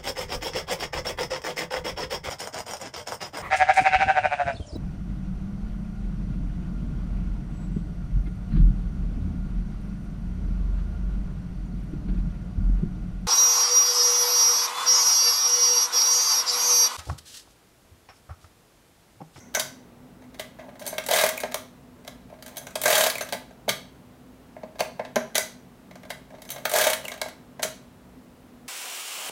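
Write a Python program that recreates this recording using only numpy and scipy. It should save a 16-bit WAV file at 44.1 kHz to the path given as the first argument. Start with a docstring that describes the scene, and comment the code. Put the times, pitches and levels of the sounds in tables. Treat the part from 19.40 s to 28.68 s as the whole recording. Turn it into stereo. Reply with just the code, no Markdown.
"""Hand-cranked mechanical calculator

In stereo, on a table in a small room, the works a little to the right: three turns of the crank.
Latches and pawls click, drum teeth clatter through the counter wheels, the crank locks home, the carriage steps.
Contacts ring the case's modes and shake noise bands of the steel works; rail, pin, pawl and table add their own.
Decaying noise makes the room's reflections; shaped noise and narrow resonances make its air and faint hum."""
import sys
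import numpy as np
from scipy import signal
from scipy.io import wavfile

SR = 44100
rng = np.random.default_rng(int(sys.argv[2]) if len(sys.argv) > 2 else 0)


def to_wav(s):
    """Save 16-bit WAV."""
    ch = np.atleast_2d(s).T  # columns
    pcm = np.round(np.clip(ch, -1, 1) * 32767)  # PCM
    wavfile.write(sys.argv[1], SR, pcm.astype(np.int16))


N = 409248  # length [samples]

# Levels are relative. Four registers, low to high: case, frame, levers, tooth edges; tilt steps between them.
# turns of the crank: (slack taken up [s], ratchet starts [s], wind-up starts [s], first tooth [s],
#   last tooth [s], at rest [s], slowing of the drum [0-1], force on the handle before the drum bites [dB])
TURNS = [(1.186, 1.395, 1.394, 1.686, 1.889, 2.24, .04, 1.5),
         (2.899, 3.024, 3.09, 3.436, 3.699, 3.99, .23, -5),
         (6.904, 7.019, 7.103, 7.315, 7.532, 7.92, .23, 1)]
# locks and stops hit at speed: (time [s], level [dB], tilt [dB per register], t60 of the chatter [s])
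CLACKS = [(0.17, -31, -3, 0.026), (1.192, -51.5, -8.5, 0.14), (1.581, -28, -1, 0.035),
          (2.034, -30, -4.5, 0.031), (2.12, -42, 1, 0.04), (2.143, -25, 1.2, 0.024),
          (3.355, -26.5, -0.5, 0.037), (3.663, -24, -1.5, 0.049), (3.808, -32, -2.9, 0.064),
          (3.888, -41.5, 0, 0.056), (3.924, -27, -0.3, 0.024), (3.931, -31, 0, 0.052),
          (5.758, -29, -2.5, 0.042), (5.98, -20, 2.5, 0.019), (7.253, -23.5, -0.1, 0.039),
          (7.473, -29.5, -.3, .052), (7.532, -25.5, -3, 0.028), (7.717, -37.5, -0.5, 0.041),
          (7.815, -26.5, 0.4, 0.027)]
# latches and carriage, moved by the fingers, snap into place:
# (time [s], level [dB], tilt [dB per register], t60 of the chatter [s])
LATCHES = [(0.148, -26, 1, 0.062), (0.196, -25.5, 2.6, 0.056), (0.943, -51.5, -1.5, 0.073),
           (0.995, -35, -2.2, .08), (2.648, -50, -2, 0.022), (2.677, -36, 0, 0.028),
           (4.291, -23.5, 2.2, 0.069), (5.392, -36, -2.5, .09), (5.405, -23, -3, .028),
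           (5.649, -45, -6, 0.06), (5.953, -25, 0.9, .068), (6.703, -35, -1.5, 0.057),
           (8.229, -25, 2, 0.068)]
# light touch of a latch before its snap: (lead [s], level against the snap [dB], t60 [s])
FIRST_TOUCH = (0.0071, -16.5, 0.045)
# sprung pawls flick over with a bright tick: (time [s], level [dB])
TICKS = [(1.464, -29), (1.476, -28.5), (1.663, -28.5), (2.002, -27.5), (3.169, -30), (3.18, -36),
         (3.415, -25.5), (7.103, -28), (7.295, -26.5)]
# dull blows that mostly reach the case: (time [s], level [dB], tilt [dB per register])
KNOCKS = [(1.283, -40, -14), (1.415, -42, -4.5), (1.527, -30.5, -6.5), (1.688, -25, -6), (1.709, -21, -16),
          (1.836, -14, -8), (2.044, -30, -14), (2.924, -39.5, -25), (3.268, -35, -2.5), (3.456, -16.5, -2),
          (3.947, -30.5, -18), (4.108, -44.5, -8), (4.279, -21.5, -11.5), (5.164, -36, -13),
          (5.232, -31, -13), (5.355, -43.5, -7.5), (5.594, -23, -11), (5.763, -15, -10.5), (6.94, -39, -13),
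          (7.161, -35, -4), (7.335, -22, -12), (7.465, -18.5, -8), (7.858, -29.5, -11), (8.194, -32, -6.5),
          (8.248, -29.5, -13)]
# the hand fumbles at the crank handle: (start [s], stop [s], force [dB])
FUMBLES = [(0.821, .87, -8), (6.51, 6.585, 3), (6.632, 6.667, 1.5)]
# small random contacts: (level [dB], tilt [dB per register], t60 [s])
FUMBLE_TAPS = (-46.5, -4, 0.046)
SLACK_TAPS = (-48, -6, 0.059)
RATCHET_TAPS = (-51, 2, 0.042)
COAST_TAPS = (-44, -1.4, 0.054)
# share of a contact's force in each register: (case [dB], frame [dB], levers [dB], tooth edges [dB])
CLACK_COLOUR = (-0.87, 0.074, 1.06, -0.88)
LATCH_COLOUR = (-1, -1.45, 1, -0.75)
TOOTH_COLOUR = (-1.5, -2.5, -0.5, 3)
TICK_COLOUR = (-11, -12, -8, -1)
KNOCK_COLOUR = (-0.98, -2.3, -1.2, .3)
# gears in each stage of a turn: (rumble in the case [dB], rattle of the teeth [dB], attack [s], release [s])
SLACK_GEARS = (-49.5, -68, .03, 0.14)
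RATCHET_GEARS = (-46, -49, 0.14, 0.15)
WIND_UP_GEARS = (-47, -54.5, .02, 0.15)
DRUM_GEARS = (-22.5, -25.6, .045, 0.17)
COAST_GEARS = (-43.5, -58, 0.1, 0.4)
# modes of the case on the table: (frequency [Hz], level [dB], t60 [s])
CASE = [(185, -24.5, 0.13), (254, -21.5, 0.079), (405, -12, 0.093), (472, -20, 0.084), (529.4, -7, 0.057),
        (581, -1.5, 0.06), (632.5, 0.5, 0.09), (667.5, -4.5, 0.1), (707.5, 2, 0.034), (809, -9.5, 0.057),
        (930, -8, 0.043), (1023, -13, 0.071)]
# resonances of frame and levers over their dense modes: (frequency [Hz], width [Hz], level [dB])
FRAME = [(1220, 86, 2.5), (1635, 120, 8.5), (1984, 200, 3), (2186, 112, 4.5)]
LEVERS = [(3235, 396, 5), (3845, 250, 6), (4390, 260, -3), (6180, 290, -5)]
# overall slope of the steel parts' ring: (frequency [Hz], level [dB])
STEEL_TILT = [(1200, -0.5), (1800, 0.35), (2300, -.8), (3500, -1.16), (5100, -1.4), (6700, 2), (9000, 0.5),
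              (12000, 0.5), (15000, -1.5)]
# the steel rail shimmers after jolts of the carriage; the first row is a ring already dying away
# at the start: (time [s], level [dB], t60 [s])
RAIL_SHIMMERS = [(0.001, -50.5, 0.38), (0.148, -21.5, 0.14), (0.195, -38, 0.37), (5.758, -17, 0.017),
                 (5.768, -71, 0.37), (5.953, -18.5, 0.089), (5.980, -30, 0.25)]
# modes of the rail: (frequency [Hz], width [Hz], level [dB])
RAIL = [(1120, 38, -14.5), (1520, 46, 4), (2024, 100, 3), (5980, 220, 2.5), (6270, 150, 0.5),
        (6360, 130, -16)]
# the sprung crank pin scrapes in its seat: (time [s], level [dB], t60 [s])
SCRAPES = [(1.40, -47, 0.1), (1.474, -32, 0.14), (3.06, -60, 0.14), (3.178, -33, 0.053), (3.588, -29, 0.13),
           (3.63, -37, 0.042), (3.81, -32, 0.12), (7.075, -54, 0.12), (7.116, -31, 0.069),
           (7.68, -47, 0.11)]
# modes of the pin: (frequency [Hz], width [Hz], level [dB])
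PIN = [(6250, 67, 5), (9500, 190, -2), (11660, 200, -3)]
# a pawl chirps as it slips over a tooth of the slowing drum: (time [s], level [dB], middle pitch [Hz])
CHIRPS = [(1.976, -23, 2390), (3.7536, -24.5, 2410), (3.7813, -24.5, 2130), (7.651, -26, 2820),
          (7.6809, -25, 2190)]
# heavy blows pass through the feet and thump the table: (time [s], level [dB])
THUMPS = [(0.168, -43), (0.995, -45), (2.036, -41), (3.925, -37), (3.945, -43), (4.281, -40), (4.301, -32),
          (5.233, -37.5), (5.406, -37), (5.595, -34), (5.763, -29), (5.98, -44.5), (7.408, -43),
          (8.229, -43), (8.248, -40)]
# modes of the table: (frequency [Hz], level [dB], t60 [s])
TABLE = [(135, -12.5, 0.17), (186.5, -6.5, 0.13), (237.5, -2.5, 0.17), (403, -1.5, 0.051),
         (484, 4.5, 0.048)]
# likeness of left and right in diffuse sound: (frequency [Hz], likeness [0-1])
LIKENESS = [(30, 1), (600, 0.91), (1200, 0.66), (2200, 0.66), (4000, 0.1), (7000, 0), (16000, 0)]
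# reverberation against the direct sound: (frequency [Hz], level [dB])
ROOM_LEVEL = [(150, -11.5), (600, -8), (1100, -2.5), (2000, -5), (5000, -5), (10000, -6), (16000, -8)]
# decay of the reverberation: (frequency [Hz], t60 [s])
ROOM_T60 = [(150, 0.88), (600, 0.32), (2000, 0.36), (5000, 0.37), (10000, 0.28), (16000, 0.24)]
# spectrum of the room's still air: (frequency [Hz], relative density [dB per Hz])
AIR = [(15, -45), (25, -20), (134, -10.5), (190, -15.5), (212, -13), (256, -0.5), (285, -16), (373, -12),
       (503, -18.5), (734, -18.5), (863, -21.5), (2410, -32), (3520, -33.5), (5000, -36.5), (16000, -39.5)]
# hum swelling in the room's low resonances: (frequency [Hz], width of each filter pass [Hz], rms level [dB])
HUM = [(58.1, 4.6, -64), (138, 8.9, -61), (184.9, 15.4, -60), (249.7, 24, -54)]

RATCHET_S = 0.085  # run of the ratchet before the pawl flicks over
MIDDLE = 1.5  # a tilt about the middle of registers 0-3 keeps their mean level in dB


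def drum_teeth(first_s, last_s, slowing):
    """The drum's teeth hit the counter wheels in turn, further apart as the load slows the hand."""
    mean_gap_s = 0.026  # nominal; rounded to a whole number of teeth
    count = int(round((last_s - first_s) / mean_gap_s)) + 1
    along = np.linspace(0, 1, count)
    times = first_s + (last_s - first_s) * (along - slowing * along * (1 - along))
    light_start_db = -3.5 * np.exp(-np.arange(count))  # the first teeth bite more lightly
    uneven_db = 0.6 * rng.standard_normal(count)
    level_db = -25 + light_start_db + uneven_db
    tilt_db = -0.6 * along  # the teeth grow duller along the run
    # chatter lasts longest in mid-run, where most wheels are spinning
    t60 = 0.048 + 0.056 * np.sin(np.pi * along) ** 2
    return blows(times, level_db, tilt_db, t60, TOOTH_COLOUR, pivot=MIDDLE)


def latches():
    """Each latch touches its stop lightly, then snaps fully into place."""
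    times, level_db, tilt_db, t60s = np.transpose(LATCHES)
    lead_s, touch_db, touch_t60 = FIRST_TOUCH
    touches = blows(times - lead_s, level_db + touch_db, tilt_db, touch_t60, LATCH_COLOUR, pivot=MIDDLE)
    snaps = blows(times, level_db, tilt_db, t60s, LATCH_COLOUR, pivot=MIDDLE)
    return np.vstack([touches, snaps])


def pawl_ticks():
    """Sprung pawls tick brightly as they flick over, and again at each chirping slip."""
    slip_s, slip_db, _ = np.transpose(CHIRPS)
    flicks = blows(*np.transpose(TICKS), tilt_db=0, t60=0.056, colour_db=TICK_COLOUR)
    slips = blows(slip_s, slip_db - 4, tilt_db=0, t60=0.028, colour_db=TICK_COLOUR)
    return np.vstack([flicks, slips])


def taps(start_s, stop_s, kind, count, force_db=0):
    """Loose parts touch as a movement starts, then at uneven intervals while it lasts."""
    db, tilt_db, t60 = kind
    gaps, luck = rng.uniform(.5, 2, count), rng.standard_normal(count)
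    along = (np.cumsum(gaps) - gaps) / gaps.sum()
    times = start_s + (stop_s - start_s) * along
    level_db = db + force_db + 2.2 * np.clip(luck, -2, 2)
    return blows(times, level_db, tilt_db, t60)


def blows(times, level_db, tilt_db, t60, colour_db=0, pivot=0):
    """Contact rows (time [s], four register levels [dB], t60 [s]); positive tilt favours the high registers."""
    times, level_db, tilt_db, t60 = np.broadcast_arrays(times, level_db, tilt_db, t60)
    register_db = level_db[:, None] + np.outer(tilt_db, np.arange(4) - pivot) + colour_db
    return np.column_stack([times, register_db, t60])


def all_contacts():
    """Every shared blow on the works and case: latches, clacks, ticks, knocks, drum teeth and taps."""
    rows = [latches(), blows(*np.transpose(CLACKS), CLACK_COLOUR, pivot=MIDDLE), pawl_ticks(),
            blows(*np.transpose(KNOCKS), t60=0.048, colour_db=KNOCK_COLOUR)]
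    for slack, ratchet, wind_up, first, last, rest, slowing, force_db in TURNS:
        rows += [taps(slack, ratchet, SLACK_TAPS, count=3, force_db=force_db),
                 taps(ratchet, ratchet + RATCHET_S, RATCHET_TAPS, count=3),
                 taps(wind_up, first, RATCHET_TAPS, count=4, force_db=force_db),
                 drum_teeth(first, last, slowing),
                 taps(last, rest, COAST_TAPS, count=5)]
    for start, stop, force_db in FUMBLES:
        rows.append(taps(start, stop, FUMBLE_TAPS, count=2, force_db=force_db))
    return np.vstack(rows)


def running_gears():
    """Rumble and rattle (dB) follow each turn: slack, ratchet, wind-up, the drum's run, coasting to rest."""
    run_out_s = 0.04  # the wheels spin on after the last tooth
    gains = 1e-9  # keeps the logarithm finite
    for slack, ratchet, wind_up, first, last, rest, _, force_db in TURNS:
        gains = (gains + stage(slack, ratchet, SLACK_GEARS, force_db)
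                 + stage(ratchet, ratchet + RATCHET_S, RATCHET_GEARS)
                 + stage(wind_up, first, WIND_UP_GEARS, force_db)
                 + stage(first, last + run_out_s, DRUM_GEARS, sag_db_per_s=31.5)
                 + stage(last, rest, COAST_GEARS))
    return 20 * np.log10(gains)


def stage(start_s, stop_s, gears, force_db=0, sag_db_per_s=0):
    """Gains of rumble and rattle swell and fade over one stage; the rumble may sag from its start."""
    rumble_db, rattle_db, attack_s, release_s = gears
    t = np.arange(N) / SR
    shape = np.minimum((t - start_s) / attack_s, (stop_s - t) / release_s)
    swell = np.clip(shape, 0, 1) * from_db(force_db)
    sag_db = sag_db_per_s * np.clip(t - start_s, 0, 1)
    return np.stack([swell * from_db(rumble_db - sag_db), swell * from_db(rattle_db)])


def works(contacts, rattle_db):
    """Frame, levers and tooth edges ring with each contact and with the running gears."""
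    frame_db, levers_db, edge_db = contacts.T[2:-1]
    frame = register(contacts, frame_db, rattle_db - 7.0, 767, 2795, likeness=0.97, crack=0.28, colour_db=1.0)
    levers = register(contacts, levers_db, rattle_db - 7.0, 2760, 6690, likeness=0.61, crack=0.98, colour_db=2.0)
    edges = register(contacts, edge_db, rattle_db - 6.5, 6560, 15700, likeness=0.17, crack=2.5, colour_db=2.0)
    low = from_db(-3.0) * place(frame + resonate(frame, FRAME), pan_db=-0.5)
    middle = from_db(-2.0) * place(levers + resonate(levers, LEVERS), pan_db=-3.0)
    left, right = from_db(1.07) * place(edges, pan_db=-4.5)
    # the works lie to the right, so their treble reaches the left side one sample later
    high = np.stack([np.roll(left, 1), right])
    return low + middle + high


def register(contacts, level_db, rattle_db, low_hz, high_hz, likeness, crack, colour_db, count=3):
    """Noise stands for countless close modes; contacts and teeth favour different parts of the register."""
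    times, t60s = contacts.T[[0, -1]]
    edges, out = np.linspace(low_hz, high_hz, count + 1), 0
    teeth = gear_teeth(per_s=250, spread_db=0.5) ** 2
    fade = np.exp(-1 / (0.0077 * SR))  # each tooth's power dies with a 7.7 ms time constant
    for low, high in zip(edges, edges[1:]):
        luck_db = colour_db * rng.standard_normal(len(times))
        power = chatter(times, level_db + luck_db, t60s, crack)
        tooth_power = teeth * rng.exponential(1, N) + 1e-18
        power += from_db(rattle_db) ** 2 * signal.lfilter([1 - fade], [1, -fade], tooth_power)
        tilt = from_db(at_hz(STEEL_TILT, (low + high) / 2))
        out = out + tilt * band(stereo_noise(likeness, N) * np.sqrt(power), low, high)
    return out * np.sqrt(SR / 2 / (high_hz - low_hz))  # makes up for the power outside the band


def chatter(times, level_db, t60s, crack):
    """Power of vibrating steel: a contact closes over about a millisecond, cracks, then chatters and dies."""
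    power = np.zeros(N + SR)
    t = np.arange(SR // 2) / SR
    closing = 1 - np.exp(-t / 0.0008)
    sharp = 1 + crack * np.exp(-t / 0.00088)
    for s, db, t60 in zip(times, level_db, t60s):
        at, size = int(abs(s) * SR), min(int(t60 * SR), len(t))
        decay = np.exp(-np.log(10 ** 6) * t[:size] / t60)
        power[at:at + size] += from_db(db) ** 2 * decay * closing[:size] * sharp[:size]
    return power[:N]


def case(contacts, rumble_db):
    """The hollow case knocks at every contact and rumbles while the gears run; it radiates little bass."""
    times, case_db = contacts.T[:2]
    knocks = strike(times, case_db, CASE, spread_db=1.5)
    teeth = gear_teeth(per_s=700, spread_db=2.0) * rng.choice([-1, 1], N)
    rumble = np.zeros(N)
    for k, (hz, db, t60) in enumerate(CASE):
        rumble += from_db(db) * ring(teeth, hz, t60) * (-1) ** (k // 2)
    return band(knocks + from_db(rumble_db) * rms_one(rumble), 143, 2100)


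def gear_teeth(per_s, spread_db):
    """Meshing teeth give small uneven knocks at random moments; rms one."""
    hits = rng.random(N) < per_s / SR
    return rms_one(hits * from_db(spread_db * np.clip(rng.standard_normal(N), -2, 2)))


def strike(times, level_db, modes, spread_db):
    """Blows on a body; each lands elsewhere and so gives every mode a strength of its own."""
    out, luck = np.zeros(N), rng.standard_normal((len(times), len(modes)))
    for k, (hz, mode_db, t60) in enumerate(modes):
        push = np.zeros(N)
        push[np.abs(times * SR).astype(int)] = from_db(level_db + mode_db + spread_db * luck[:, k])
        out += ring(push, hz, t60) * (-1) ** (k // 2)  # polarity alternates by pairs of modes
    return out


def ring(push, hz, t60):
    """A unit click sets a decaying sine of height one ringing."""
    r, w = from_db(-60 / (t60 * SR)), 2 * np.pi * hz / SR
    return signal.lfilter([0, np.sin(w)], [1, -2 * r * np.cos(w), r * r], push + 1e-18)


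def shimmer(events, modes, likeness):
    """A small steel part, shaken by decaying noise at each event, sings in its few modes."""
    shaking = stereo_noise(likeness, N) * np.sqrt(chatter(*np.transpose(events), crack=0))
    gain = np.sqrt(np.sum(resonate(signal.unit_impulse(SR // 4), modes) ** 2))
    return resonate(shaking, modes) / gain


def pawl_chirps(length_s, fall):
    """Each slip of the pawl is a brief squeak that sags in pitch."""
    out, t = np.zeros(N), np.arange(int(length_s * SR)) / SR
    swell = np.sin(np.pi * t / length_s) ** 2
    for s, db, hz in CHIRPS:
        pitch = hz * (1 + fall * (.5 - t / length_s))
        at = int(s * SR)
        out[at:at + len(t)] += from_db(db) * swell * np.sin(2 * np.pi * np.cumsum(pitch) / SR)
    return out


def table_thumps():
    """Heavy blows through the feet set the table's modes ringing."""
    return band(strike(*np.transpose(THUMPS), TABLE, spread_db=4.5), 128, 1200)


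def room(x, build_s):
    """Reflections thicken over a few milliseconds, then die at a rate that depends on frequency."""
    t, response = np.arange(int(.7 * SR)) / SR, 0
    for hz, noise in noise_bands(len(t)):
        decay = np.exp(-np.log(1000) * t / at_hz(ROOM_T60, hz))
        tail = decay * (1 - np.exp(-(t / build_s) ** 2))
        level = from_db(at_hz(ROOM_LEVEL, hz))
        response = response + noise * tail / np.sqrt(np.sum(tail ** 2)) * level
    return signal.fftconvolve(x, response, axes=1)[:, :N]


def background():
    """Faint room air is shaped noise; the wavering hum is noise in narrow low resonances."""
    air = rms_one(sum(from_db(at_hz(AIR, hz)) * noise for hz, noise in noise_bands(N)))
    hum = np.zeros(N)
    for hz, width, db in HUM:
        tone = resonance(resonance(rng.standard_normal(N), hz, width), hz, width)
        hum += from_db(db) * rms_one(tone)
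    return from_db(-52) * air + hum


def noise_bands(size):
    """Diffuse sound in half-octave bands: (centre [Hz], stereo noise)."""
    edges = np.geomspace(22, 18000, 20)
    for low, high in zip(edges, edges[1:]):
        hz = np.sqrt(low * high)
        yield hz, band(stereo_noise(at_hz(LIKENESS, hz), size), low, high)


def stereo_noise(likeness, size):
    """White noise in two channels that are alike to the given degree."""
    mid, side = rng.standard_normal((2, size))
    alike = np.clip(likeness, -1, 1)
    return np.sqrt((1 + alike) / 2) * mid + np.sqrt((1 - alike) / 2) * side * [[1], [-1]]


def place(x, pan_db):
    """Make the left side louder than the right by pan_db."""
    return x * from_db(np.array([[pan_db], [-pan_db]]) / 2)


def resonate(x, modes):
    """A bank of resonances side by side."""
    return sum(from_db(db) * resonance(x, hz, width) for hz, width, db in modes)


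def resonance(x, hz, width):
    """A resonance with a gain of about one on top."""
    r = np.exp(-np.pi * width / SR)
    feedback = [1, -2 * r * np.cos(2 * np.pi * hz / SR), r * r]
    return signal.lfilter(np.array([1, 0, -1]) * (1 - r * r) / 2, feedback, x)


def band(x, low_hz, high_hz, order=2):
    """Butterworth band-pass."""
    edges = [low_hz, min(high_hz, .45 * SR)]
    return signal.sosfilt(signal.butter(order, edges, "band", fs=SR, output="sos"), x)


def at_hz(points, hz):
    """Read a spectrum on a log-frequency axis."""
    points_hz, values = np.transpose(points)
    return np.interp(np.log(hz), np.log(points_hz), values)


def rms_one(x):
    """Scale to an rms of one."""
    return x / np.sqrt(np.mean(x ** 2) + 1e-20)


def from_db(db):
    """Decibels to gain."""
    return 10 ** (np.asarray(db) / 20)


def scene():
    """The calculator on its table, its reflections in the room, and the room's own faint sound."""
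    contacts = all_contacts()
    rumble_db, rattle_db = running_gears()
    rail = place(shimmer(RAIL_SHIMMERS, RAIL, likeness=0.75), pan_db=-1.0)
    pin = place(shimmer(SCRAPES, PIN, likeness=1.0), pan_db=-3.0)
    pawl = from_db(-1.5) * pawl_chirps(length_s=0.0083, fall=0.25)
    machine = works(contacts, rattle_db) + case(contacts, rumble_db) + rail + pin + pawl + table_thumps()
    return machine + room(machine, build_s=0.0045) + background()


def record(dry):
    """A steep elliptic low-pass removes everything above 15.8 kHz."""
    return signal.sosfilt(signal.ellip(10, .1, 80, 15800, fs=SR, output="sos"), dry)


dry = scene()
out = record(dry)
to_wav(out)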